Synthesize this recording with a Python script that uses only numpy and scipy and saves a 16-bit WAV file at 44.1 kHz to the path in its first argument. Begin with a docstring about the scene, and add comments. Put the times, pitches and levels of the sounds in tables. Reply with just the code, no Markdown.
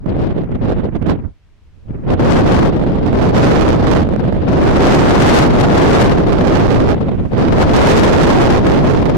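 """On a grassy mountain slope, strong gusts buffet the two microphone openings (ports) of a camera.
Each gust rides on a slower wind: it hits, swells to a crest, eases and drops away. Faster wind makes
the eddies (small swirls of air) at each port stronger and quicker, until they overload the microphone
and the rumble turns into a tearing rasp. Tight eddies slap one port and crack.
In a short lull the hiss of the grass is faintly heard."""
import sys
import numpy as np
from scipy import signal
from scipy.fft import rfft, irfft, next_fast_len
from scipy.io import wavfile

SR = 44100
rng = np.random.default_rng(int(sys.argv[2]) if len(sys.argv) > 2 else 0)


def file_out(sig):
    """Save sig as 16-bit WAV at sys.argv[1]."""
    # one column per channel
    cols = np.atleast_2d(sig).T
    # limit, then scale
    lim = np.clip(cols, -1, 1)
    pcm = np.round(lim * 32767).astype(np.int16)
    wavfile.write(sys.argv[1], SR, pcm)


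N = 404397

# The gusts: start_s, length_s, crest_fraction (of the length), crest_db, lean_right_db
GUSTS = [(0.157, 0.16, 0.4, -5, 0.5), (0.318, 0.11, 0.35, -8.5, 6.5), (0.629, 0.11, .6, -2.5, 0),
         (0.741, 0.15, .75, -8, 5.5), (0.928, 0.051, 0.63, -8, 8.5), (1.025, 0.13, .5, -8, 8.5),
         (1.073, 0.048, .5, 1.5, 10.5), (1.877, 0.038, 0.1, -14.5, -10), (1.93, 0.031, 0.6, -8, -2),
         (2.063, .08, .7, 0.5, 2), (2.182, .24, 0.8, 7, 0), (2.412, 0.29, 0.2, 5, 3),
         (3.025, 0.069, 1, 0.5, 10), (3.151, 0.17, 0.65, 3.5, 7.5), (3.324, .45, 0.05, 6.5, 6),
         (3.754, 0.27, 0.6, 4.5, 7), (4.475, 0.64, 0.62, 7.5, 3), (4.987, 0.48, 0.78, 11.5, 1),
         (5.475, 0.609, 0.9, 9.5, 1.5), (6.075, 0.16, 0.35, 2.5, 0), (6.268, 0.68, 0.43, 3, 9.5),
         (6.947, 0.22, 0.1, -10.5, 2.5), (7.33, .17, 0.45, 2, 8.5), (7.502, 0.16, 0.63, 6, 1.5),
         (7.662, 0.46, 0.42, 9.5, 3), (8.112, 0.49, 0.05, 7.5, 8.5), (8.595, 0.23, 0.38, 3, 2.5),
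         (8.843, 0.15, 0.22, 2.5, 13)]
# The slower wind under the gusts (the microphone overloads near 0 dB): time_s, pressure_db
BASE_WIND = [(0, -19), (.1, -7.5), (.23, -12), (.48, -11.5), (.56, -10), (1.02, -14.5), (1.14, -10.5),
             (1.27, -16.5), (1.38, -35.5), (1.79, -28), (1.9, -19.5), (2.04, -13), (2.29, -3.5),
             (4.44, -6.5), (6.01, 0), (7.24, -11), (7.53, -1.5), (9.16, -1)]
# How far the wind drifts by chance, least when it is strong: pressure_db, wander_db
WANDER_DEPTH = [(-32.5, 0.9), (-10, 2), (-3.5, 1.24), (1.5, 0.49)]
# The tone of the eddies at a speed factor of 1: pitch_hz, relative_level_db
EDDY_SPECTRUM = [(10, -2), (50, -3), (150, -4), (350, -6), (800, -15), (2000, -31), (6000, -42.5),
                 (20000, -106)]
# Stronger wind sweeps the eddies past faster, so they sound higher: pressure_db, speed_factor
EDDY_SPEED = [(-30, 0.093), (-6.5, 0.7), (2.5, 0.93), (16, 2.03)]
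# The air passes the left port faster than the right: left_factor, right_factor
PORT_SPEED = [1.138, 0.83]
# How the ports colour the eddies before any overload: pitch_hz, gain_db
PORT_COLOUR = [(60, 0), (150, 0), (300, 0), (550, -1), (1100, -2.5), (2000, -2.5), (3500, -4), (6000, -7.5),
               (10000, -10.5)]
# How unevenly the wind shoves, most near 0 dB: pressure_db, flutter_factor
FLUTTER_DEPTH = [(-34, 1), (-24, 0.98), (0.5, 1.93), (28, 0.6)]
# Sudden jolts of the wind (the level swings by about 3/4 of the strength): time_s, strength_db
BUFFETS = [(.059, 10.5), (.089, 5), (.490, 1), (.628, 3), (1.052, -4), (1.906, 4), (2.061, 5.5),
           (2.194, 8.5), (2.914, -2.5), (7.251, 3), (7.733, 10), (9.055, 11)]
# Tight eddies that slap one port: time_s, peak_db, port ("L" or "R")
SLAPS = [(.119, -3, "L"), (.167, 5, "L"), (0.192, 3, "L"), (.247, 4, "L"), (0.27, -9, "L"), (.366, 2, "R"),
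         (0.388, -6, "L"), (0.69, -1, "R"), (.704, 3.5, "L"), (0.726, 3.5, "R"), (.853, -1, "R"),
         (2.796, 5, "L"), (2.839, 8.5, "R"), (2.961, -3.5, "R"), (4.09, 8.5, "L"), (4.138, 7, "L"),
         (4.163, 10.5, "R"), (4.326, 8, "R")]
# The tone of wind in the grass: pitch_hz, relative_level_db
GRASS_SPECTRUM = [(100, 14.5), (300, 3), (600, 0), (1200, -0.5), (2500, -0.5), (5000, -10.5), (10000, -22),
                  (16000, -28)]
# How alike the grass sounds at the two ports: pitch_hz, likeness (1 is identical)
GRASS_LIKENESS = [(100, .9), (640, 0.93), (1400, .6), (3000, .15), (15000, .1)]
# The grass hiss grows with the wind over the whole slope: time_s, level_db
GRASS_LEVEL = [(0, -52), (1.35, -52), (1.85, -50), (2.6, -50), (7.1, -42), (9.16, -36)]
# How the microphone colours all it hears: pitch_hz, gain_db
MIC_COLOUR = [(40, -3.5), (120, -0.5), (300, -0.5), (1000, -1.77), (2500, -3), (6000, -0.5), (10000, -1.5),
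              (16000, -5.5)]


def gust(t, start_s, length_s, crest_fraction, crest_db, lean_right_db):
    """One gust hits, swells to its crest, eases a little and drops away."""
    swell_db, ease_db = 7.5, 3.5
    hit_s, drop_s = 0.014, 0.015
    age = t - start_s
    arch_db = np.interp(age / length_s, [0, crest_fraction, 1], [-swell_db, 0, -ease_db])
    hit, drop = 0.5 + 0.5 * np.tanh([age / hit_s, (length_s - age) / drop_s])
    return hit * drop * at_ports(crest_db + arch_db, lean_right_db)


def wind_strength_db(wander_hz=16.3):
    """The gusts add their power to the slower wind, and the total wanders by chance at each port."""
    t = np.arange(0, N / SR, 0.001)
    base = at_ports(lookup(BASE_WIND, t), lean_right_db=2.5)
    power = base ** 2 + sum(gust(t, *row) ** 2 for row in GUSTS)
    wind_db = np.array([np.interp(np.arange(N) / SR, t, 10 * np.log10(port)) for port in power])
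    noise = rng.standard_normal((2, N))
    wander = filtered(noise, lambda hz: hz / wander_hz / (1 + (hz / wander_hz) ** 2) ** 2)
    return wind_db + lookup(WANDER_DEPTH, wind_db) * unit_level(wander)


def wind_rumble(wind_db):
    """The eddies press on the ports as hard as the wind blows, in quick uneven shoves."""
    air = eddies(wind_db)
    shoves_db = 1.98 * flutter() * lookup(FLUTTER_DEPTH, wind_db)
    return air * gain_of(wind_db + buffets_db() + shoves_db)


def eddies(wind_db, frame_size=1024):
    """Swirling air makes a separate noise at each port; its tone slides up as the wind speeds up."""
    hop = frame_size // 4
    frames = np.minimum(np.arange(N // hop + 2) * hop, N - 1)
    hz = np.fft.rfftfreq(frame_size, 1 / SR)
    pressure_db, factor = np.transpose(EDDY_SPEED)
    speed = np.exp(np.interp(wind_db[:, frames], pressure_db, np.log(factor)))
    speed *= np.array(PORT_SPEED)[:, None]
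    tone_db = at_pitch(EDDY_SPECTRUM, hz / speed[..., None]) + at_pitch(PORT_COLOUR, hz)
    tone = unit_level(gain_of(tone_db))
    # Give each short frame its own noise in that tone, then join the frames.
    spectra = tone * (rng.standard_normal(tone.shape) + 1j * rng.standard_normal(tone.shape))
    _, air = signal.istft(spectra.swapaxes(1, 2), nperseg=frame_size, noverlap=frame_size - hop)
    return unit_level(air[:, :N])


def flutter(shoves_per_s=150, rise_hz=250, fade_hz=16):
    """Countless small random shoves of air reach each port, quick to rise and slower to fade."""
    chance = shoves_per_s / SR
    kicks = (rng.random((2, N)) < chance) - chance
    shoves = filtered(kicks, lambda hz: 1 / (1 + 1j * hz / rise_hz) ** 2 / (1 + 1j * hz / fade_hz))
    return unit_level(shoves)


def buffets_db(rise_s=0.0012, fade_s=0.01):
    """The air slackens, slams in and eases off; a negative strength swaps the dip and the push."""
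    t = np.arange(-SR // 8, SR // 8) / SR
    jolt = np.tanh(t / rise_s) * np.exp(-abs(t) / fade_s)
    return signal.oaconvolve(impulses(BUFFETS), jolt, "same")


def slaps(wind_db, width_s=0.0005, strays_per_s=16, stray_above_wind_db=5.5):
    """A tight eddy is one short push between two dips; a tall one overloads the microphone."""
    u = np.arange(-SR // 200, SR // 200) / SR / width_s
    push = (1 - u ** 2) * np.exp(-u ** 2 / 2)
    listed = np.array([impulses([(time_s, gain_of(db)) for time_s, db, port in SLAPS if port == side])
                       for side in "LR"])
    # Stray slaps come by chance: none below a wind of -15 dB, the full rate from -3.5 dB up.
    per_s = np.interp(wind_db, [-15, -3.5], [0, strays_per_s])
    hits = rng.random((2, N)) < per_s / SR
    strays = hits * rng.choice([-1, 1], (2, N)) * gain_of(wind_db + stray_above_wind_db)
    return signal.oaconvolve(listed + strays, push[None], "same")


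def grass_hiss():
    """Wind in the grass makes a soft, even hiss whose low tones are alike at both ports."""
    left, other = rng.standard_normal((2, N))
    likeness = lambda hz: at_pitch(GRASS_LIKENESS, hz)
    right = filtered(left, likeness) + filtered(other, lambda hz: np.sqrt(1 - likeness(hz) ** 2))
    hiss = filtered(np.array([left, right]), lambda hz: gain_of(at_pitch(GRASS_SPECTRUM, hz)))
    level_db = lookup(GRASS_LEVEL, np.arange(N) / SR)
    return gain_of(level_db) * unit_level(hiss)


def at_ports(db, lean_right_db):
    """Pressure at the left and right port when the wind leans to one side."""
    return gain_of(db + np.array([[-0.5], [0.5]]) * lean_right_db)


def gain_of(db):
    """Turns decibels into a number to multiply by."""
    return 10 ** (np.asarray(db) / 20)


def unit_level(x):
    """Scales each row to an average (rms) level of 1."""
    return x / np.sqrt(np.mean(x ** 2, axis=-1, keepdims=True) + 1e-20)


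def lookup(table, x):
    """Reads between the rows of a two-column table."""
    return np.interp(x, *np.transpose(table))


def at_pitch(table, hz):
    """Reads between the rows of a pitch table, with octaves evenly spaced."""
    pitch_hz, value = np.transpose(table)
    return np.interp(np.log(hz + 1), np.log(pitch_hz + 1), value)


def filtered(x, response):
    """Multiplies each frequency in x by response(hz)."""
    size = next_fast_len(N + SR // 4, real=True)
    hz = np.fft.rfftfreq(size, 1 / SR)
    return irfft(rfft(x, size) * response(hz), size)[..., :N]


def impulses(rows):
    """Silence with a one-sample spike for each row."""
    spikes = np.zeros(N)
    for time_s, height in rows:
        spikes[round(time_s * SR)] = height
    return spikes


def scene():
    """Rumble, slaps and grass hiss add up at the two ports."""
    wind_db = wind_strength_db()
    return wind_rumble(wind_db) + slaps(wind_db) + grass_hiss()


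def record(dry, fizz_db=-8, fizz_hz=3000, low_cut_hz=20, high_cut_hz=15800, output_db=-6.8):
    """The microphone flattens strong peaks, colours the sound and trims the lowest and highest tones."""
    flattened = np.clip(dry, -1, 1)
    # The finest eddies still fizz on the flat tops.
    overload = np.tanh(2 * abs(dry - flattened))
    treble = filtered(dry, lambda hz: hz ** 2 / (hz ** 2 + fizz_hz ** 2))
    fizz = gain_of(fizz_db) * overload * treble
    low_cut = lambda hz: 1j * hz / (1j * hz + low_cut_hz)  # makes the flat tops sag
    coloured = filtered(flattened + fizz, lambda hz: low_cut(hz) * gain_of(at_pitch(MIC_COLOUR, hz)))
    high_cut = signal.firwin(511, high_cut_hz, window=("kaiser", 9), fs=SR)
    return gain_of(output_db) * signal.oaconvolve(coloured, high_cut[None], "same")


dry = scene()
out = record(dry)
file_out(out)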